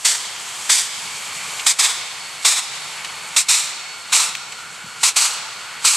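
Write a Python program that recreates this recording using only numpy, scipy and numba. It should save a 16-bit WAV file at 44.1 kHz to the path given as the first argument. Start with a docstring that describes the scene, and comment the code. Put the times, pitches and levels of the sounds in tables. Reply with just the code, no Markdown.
"""Steam blasts from the open cylinder drain cocks of a locomotive creeping closer through a yard.
Three jets per wheel turn, a long one then a close pair, bounce off the ballast and echo round the yard.
Between them the running gear rumbles, the boiler roars, leaks hiss, the turbo-generator whines
and the rods clank. A limiter ducks it all under each blast."""
import sys
import numpy as np
from scipy import signal
from scipy.fft import rfft, irfft
from scipy.io import wavfile
from scipy.ndimage import uniform_filter1d
from numba import njit

SR = 44100
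rng = np.random.default_rng(int(sys.argv[2]) if len(sys.argv) > 2 else 0)


def wav_out(sig):
    """Save sig, one row per channel (or a flat mono array), as 16-bit PCM at SR to the path in sys.argv[1]."""
    wavfile.write(sys.argv[1], SR, np.round(np.clip(np.atleast_2d(sig).T, -1, 1) * 32767).astype(np.int16))


N = 262836
T = np.arange(N) / SR
HZ = np.fft.rfftfreq(N, 1 / SR)

# Steady steam. Each row: time in seconds, boiler roar in dB, leak hiss in dB.
STEAM_LEVELS = [(0, -35, -31.5), (.3, -35, -36), (.6, -33.5, -31.5), (1, -34.5, -33.5), (1.55, -32, -31),
                (2.1, -35, -37), (3.3, -33.5, -36.5), (3.75, -36, -40), (4.7, -38, -41), (5.5, -35, -39),
                (5.96, -35, -41)]


def undb(db):
    """Decibels to gain."""
    return 10 ** (np.asarray(db) / 20)


def colour(points):
    """Gain over frequency from (Hz, dB) points, rolled off below 40 Hz."""
    hz, db = np.transpose(points)
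    return undb(np.interp(np.log(HZ + 1), np.log(hz), db)) * np.minimum(HZ / 40, 1) ** 2


def resonance(hz, width_hz):
    """Gain over frequency of one resonance."""
    return 1 / (1 + ((HZ - hz) / width_hz * 2) ** 2)


def noise(gain):
    """Unit-rms turbulence with the given gain over frequency."""
    x = irfft(rfft(rng.standard_normal(N)) * gain, N)
    return x / x.std()


def walk(rate_hz):
    """Smooth unit-rms random drift."""
    return noise(1 / (1 + (HZ / rate_hz) ** 4))


def strike(start_s, rise_s, decay_s):
    """Linear rise, exponential decay."""
    age_s = np.maximum(T - start_s, 0)
    return np.minimum(age_s / rise_s, 1) * np.exp(-np.maximum(age_s - rise_s, 0) / decay_s)


def rush(points, flicker_db):
    """Steady flow whose overlapping octave bands flicker independently."""
    octave = np.log2(HZ + 1)
    spectrum = rfft(noise(colour(points)))
    bands = (irfft(spectrum * np.maximum(1 - abs(octave - k), 0), N) for k in range(4, 15))
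    return sum(band * undb(flicker_db * walk(18)) for band in bands)


def widen(x, width, scatter_s):
    """Left and right, differing only by scattered sound."""
    scatter = (rng.standard_normal(N) * strike(0, 0.0008, scatter_s))[:SR // 2]
    side = signal.fftconvolve(x, scatter / np.linalg.norm(scatter))[:N]
    side = irfft(rfft(side) * colour(width), N)
    return np.array([x + side, x - side])


def yard_echo(x, wet_db=-15.5, t60_s=1.5, delay_s=0.085):
    """Wagons, bridge and houses scatter back a late, dull echo."""
    # Each row: frequency in Hz, echo gain in dB.
    response = [(150, -20), (500, 5), (1000, 1), (2500, -1), (5000, -2.5), (9000, -12), (15000, -34)]
    tail = noise(np.ones(len(HZ))) * strike(delay_s, 0.045, t60_s / np.log(1000))
    tail = irfft(rfft(tail / np.linalg.norm(tail)) * colour(response), N)[:2 * SR]
    return undb(wet_db) * signal.fftconvolve(x, tail)[:N]


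def ballast_comb(notch_hz, share=.36, dull_hz=5500):
    """Comb gain from the late, inverted, dull bounce off the ballast."""
    bounce = share / (1 + (HZ / dull_hz) ** 4)
    return np.abs(1 - bounce * np.exp(-2j * np.pi * HZ / notch_hz))


def running_gear(level_db=-54.5, swell_db=1.9, turn_s=1.68, heaviest_s=1.45):
    """Rumble that swells once per wheel turn as the rods labour."""
    # Each row: frequency in Hz, relative density in dB.
    spectrum = [(8, -55), (25, -30), (36, -24), (50, -21), (75, -11.5), (110, -2.5), (150, 0.5),
                (195, -0.5), (280, -10.5), (450, -4.5), (900, -47)]
    effort = np.cos(2 * np.pi * (T - heaviest_s) / turn_s)
    return rush(spectrum, flicker_db=2.0) * undb(level_db + swell_db * effort)


def generator(drift=0.00085, waver_db=2.5, breath_db=-3, breath_width_hz=110, tone_db=-2):
    """A small turbine holds its speed; its tones waver in a sheath of steam noise."""
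    # Each row: frequency in Hz, base level in dB.
    partials = [(2212, -50), (4334, -50), (4436, -48)]
    # Each row: time in seconds, overall gain in dB.
    swell = [(0, -8), (1.2, 3), (2.3, 2.5), (3.8, 3), (4.7, -1.5), (6, -1)]
    rotor_s = np.cumsum(1 + drift * walk(23.5)) / SR
    out = 0
    for hz, db in partials:
        tone = np.sqrt(2) * np.sin(2 * np.pi * hz * rotor_s) * undb(tone_db + waver_db * walk(8))
        breath = undb(breath_db) * noise(resonance(hz, breath_width_hz))
        out += undb(db) * (tone + breath)
    return out * undb(np.interp(T, *np.transpose(swell)))


def leaks():
    """Escaping steam hisses and sings in glands and pipes."""
    # Each row: frequency in Hz, relative hiss density in dB.
    spectrum = [(1500, -23.5), (3300, -7.5), (4400, -6.5), (5400, -6), (6400, -3.5), (7200, -1),
                (8000, -0.5), (9000, -6), (10000, -12), (11200, -12), (12200, -18.5), (13500, -24),
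                (15500, -37)]
    # Each row: centre in Hz, width in Hz, peak level in dB, peak time and spread in seconds.
    singing = [(1180, 250, -45, 1.5, 0.22), (1415, 220, -42, 5.45, 2.1), (2290, 260, -41.5, 1.3, 0.35),
               (2240, 180, -45, 3.2, 0.33), (3160, 310, -43, 0.86, 0.83), (10900, 300, -49, 2.7, 0.48),
               (10900, 300, -44, 1.03, .04)]
    times_s, _, hiss_db = np.transpose(STEAM_LEVELS)
    out = rush(spectrum, flicker_db=1.0) * undb(np.interp(T, times_s, hiss_db))
    for hz, width_hz, db, peak_s, spread_s in singing:
        swell = np.exp(-.5 * ((T - peak_s) / spread_s) ** 2)
        out += noise(resonance(hz, width_hz)) * undb(db) * swell
    return out


def boiler():
    """The draught roars through the boiler."""
    # Each row: frequency in Hz, relative density in dB.
    spectrum = [(200, -21.5), (380, -12), (620, -6), (850, 0.5), (1150, 1.5), (1750, -1), (2300, 1.5),
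                (3000, 0.5), (3700, -3.5), (4400, -5.5), (5200, -9), (9000, -79)]
    times_s, roar_db, _ = np.transpose(STEAM_LEVELS)
    return rush(spectrum, flicker_db=1.0) * undb(np.interp(T, times_s, roar_db))


def knocks(ring_decay_s=0.0061, ring_width_hz=90):
    """Slack rods clank with a short steel ring; a wheel thuds over a rail joint."""
    # Each row: start in seconds, level in dB, decay in seconds, ring in Hz, relative ring level in dB.
    clanks = [(1.593, -21, 0.0081, 2900, -10), (3.045, -21.5, 0.0059, 2530, -3),
              (4.35, -17, 0.0012, 8740, -22), (4.520, -31, .012, 7800, 2)]
    # Each row: frequency in Hz, relative density in dB.
    crack_spectrum = [(500, -41), (1200, -2), (2000, -2), (2650, 4.5), (3600, -3), (5400, -5.5),
                      (8000, -10), (11000, -17), (15000, -32)]
    # Each row: start in seconds, level in dB, decay in seconds.
    thuds = [(4.84, -44, 0.022)]
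    out = 0
    for start_s, db, decay_s, ring_hz, ring_db in clanks:
        crack = noise(colour(crack_spectrum)) * strike(start_s, 0.0035, decay_s)
        ring = noise(resonance(ring_hz, ring_width_hz)) * strike(start_s, .002, ring_decay_s)
        out += undb(db) * (crack + undb(ring_db) * ring)
    for start_s, db, decay_s in thuds:
        out += undb(db) * noise(resonance(hz=170, width_hz=160)) * strike(start_s, 0.0036, decay_s)
    return out


def drain_cocks(weep_db=-27, weep_s=.025, bark_decay_s=.0061, push_db=1.2, sag_ease_per_s=.045,
                sputter_db=0.38, billow_db=1.1):
    """Each port weeps, then barks open; the jet sags, the piston pushes once more, the valve shuts."""
    # Each row: start in seconds, hiss in dB, plume roar in dB, open time in seconds, cock name.
    blasts = [(0.044, -6.5, -21.5, .084, "second of pair"), (0.690, -4, -22, .11, "lone"),
              (1.661, -2.5, -20, .049, "first of pair"), (1.784, -6.5, -17, .082, "second of pair"),
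              (2.444, -3.5, -17, .122, "lone"), (3.360, -4.5, -24, .049, "first of pair"),
              (3.481, -6.5, -24, .116, "second of pair"), (4.118, -8, -21, .122, "lone"),
              (5.029, -2.5, -18, .06, "first of pair"), (5.157, -6.5, -19.5, .1, "second of pair"),
              (5.841, -4.5, -21, .115, "lone")]
    # Each cock: rise in seconds, base pressure sag and closing in dB/s, bark relative to hiss in dB.
    cocks = {"lone": (.02, 100, 215, -13.5), "first of pair": (.013, 155, 600, -14),
             "second of pair": (.013, 112, 165, -20)}
    # Jet hiss and plume roar. Each row: frequency in Hz, relative density in dB.
    jet_spectrum = [(500, -35.5), (1500, -14.5), (2400, -6.5), (3200, -11), (3900, -4.5), (5000, -4.5),
                    (6200, -4.5), (7000, -2.5), (7800, 0.5), (9000, -5.5), (10200, -12.5), (11500, -17),
                    (13500, -26.5), (15500, -60)]
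    plume_spectrum = [(100, -17), (280, -30.5), (430, -11.5), (620, -12.5), (850, -2), (1350, 5),
                      (2200, -5), (3500, 5), (8000, -28)]
    out = 0
    for start_s, hiss_db, roar_db, open_s, cock in blasts:
        rise_s, sag_db_per_s, close_db_per_s, bark_db = cocks[cock]
        age_s = np.maximum(T - start_s, 0)
        push = undb(push_db * np.clip(2 * age_s / open_s - 1, 0, 1))
        opening = np.sin(np.pi / 2 * np.minimum(age_s / rise_s, 1)) ** 2 * push
        # Pressure holds better as the engine gathers way.
        sag_db = sag_db_per_s * np.exp(-sag_ease_per_s * start_s) * np.minimum(age_s, open_s)
        closing_db = close_db_per_s * np.maximum(age_s - open_s, 0)
        weep = undb(weep_db) * np.exp(-abs(T - start_s) / weep_s)
        jet = undb(hiss_db) * (weep + opening * undb(-sag_db - closing_db))
        # The plume's large, slow eddies outlast the hiss at the nozzle.
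        plume = opening * undb(roar_db - 0.42 * sag_db - 0.65 * closing_db)
        bark = undb(hiss_db + bark_db) * strike(start_s, rise_s / 2, bark_decay_s)
        comb = ballast_comb(notch_hz=1290 + 87 * start_s)  # climbs as the engine nears
        out += noise(colour(jet_spectrum) * comb) * jet
        out += noise(colour(plume_spectrum) * comb) * (plume + bark)
    # Condensed water makes the jets sputter.
    return out * undb(sputter_db * walk(160) + billow_db * walk(33))


def scene(left_db=-0.2):
    """Narrow blasts and knocks ahead, wider noise along the engine, echo from all sides."""
    # Stereo widths. Each row: frequency in Hz, side minus mid in dB.
    blast_width = [(100, -32), (300, -50), (600, -43), (900, -63), (1400, -84), (2000, -28), (3300, -27),
                   (5500, -20), (7500, -19.5), (8800, -9.5), (11500, -23), (15000, -34)]
    running_width = [(50, -11), (150, -13.5), (350, -9.5), (600, -11.5), (900, -16.5), (1400, -18),
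                     (1900, -13), (2800, -16.5), (5000, -17), (7300, -19.5), (8900, -11), (11000, -20),
                     (13000, -36)]
    echo_width = [(500, -13), (1200, -10), (2000, -6), (5000, -4.5), (7300, -2), (9000, 2), (12000, -8)]
    bursts = drain_cocks() + knocks()
    running = running_gear() + generator() + leaks() + boiler()
    engine = widen(bursts, blast_width, scatter_s=0.012) + widen(running, running_width, scatter_s=.04)
    echo_mid = yard_echo(bursts)
    echo_side = irfft(rfft(yard_echo(bursts)) * colour(echo_width), N)
    echo = np.array([echo_mid + echo_side, echo_mid - echo_side])
    return (engine + echo) * undb([[left_db], [0]])


@njit
def follow(x, level, attack, release):
    """Level follower with separate rise and fall rates per sample."""
    out = np.empty(len(x))
    for i in range(len(x)):
        level += (x[i] - level) * (attack if x[i] > level else release)
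        out[i] = level
    return out


def record(dry, knee_db=-11.0, attack_s=0.0014, release_s=0.23, start_db=-6.0, low_hz=40, top_hz=15600):
    """A limiter, already down at the start, ducks under each blast; then clipping and band limits."""
    power = uniform_filter1d(np.mean(dry ** 2, axis=0), size=SR // 300)
    level = follow(np.sqrt(np.abs(power)), float(undb(start_db)), 1 / (attack_s * SR), 1 / (release_s * SR))
    gain = np.maximum(level / undb(knee_db), 1) ** -.9
    limited = np.clip(dry * gain, -.88, .88)
    limited = signal.sosfilt(signal.butter(4, low_hz, "high", fs=SR, output="sos"), limited)
    return signal.sosfilt(signal.ellip(8, .2, 70, top_hz, fs=SR, output="sos"), limited)


dry = scene()
out = record(dry)
wav_out(out)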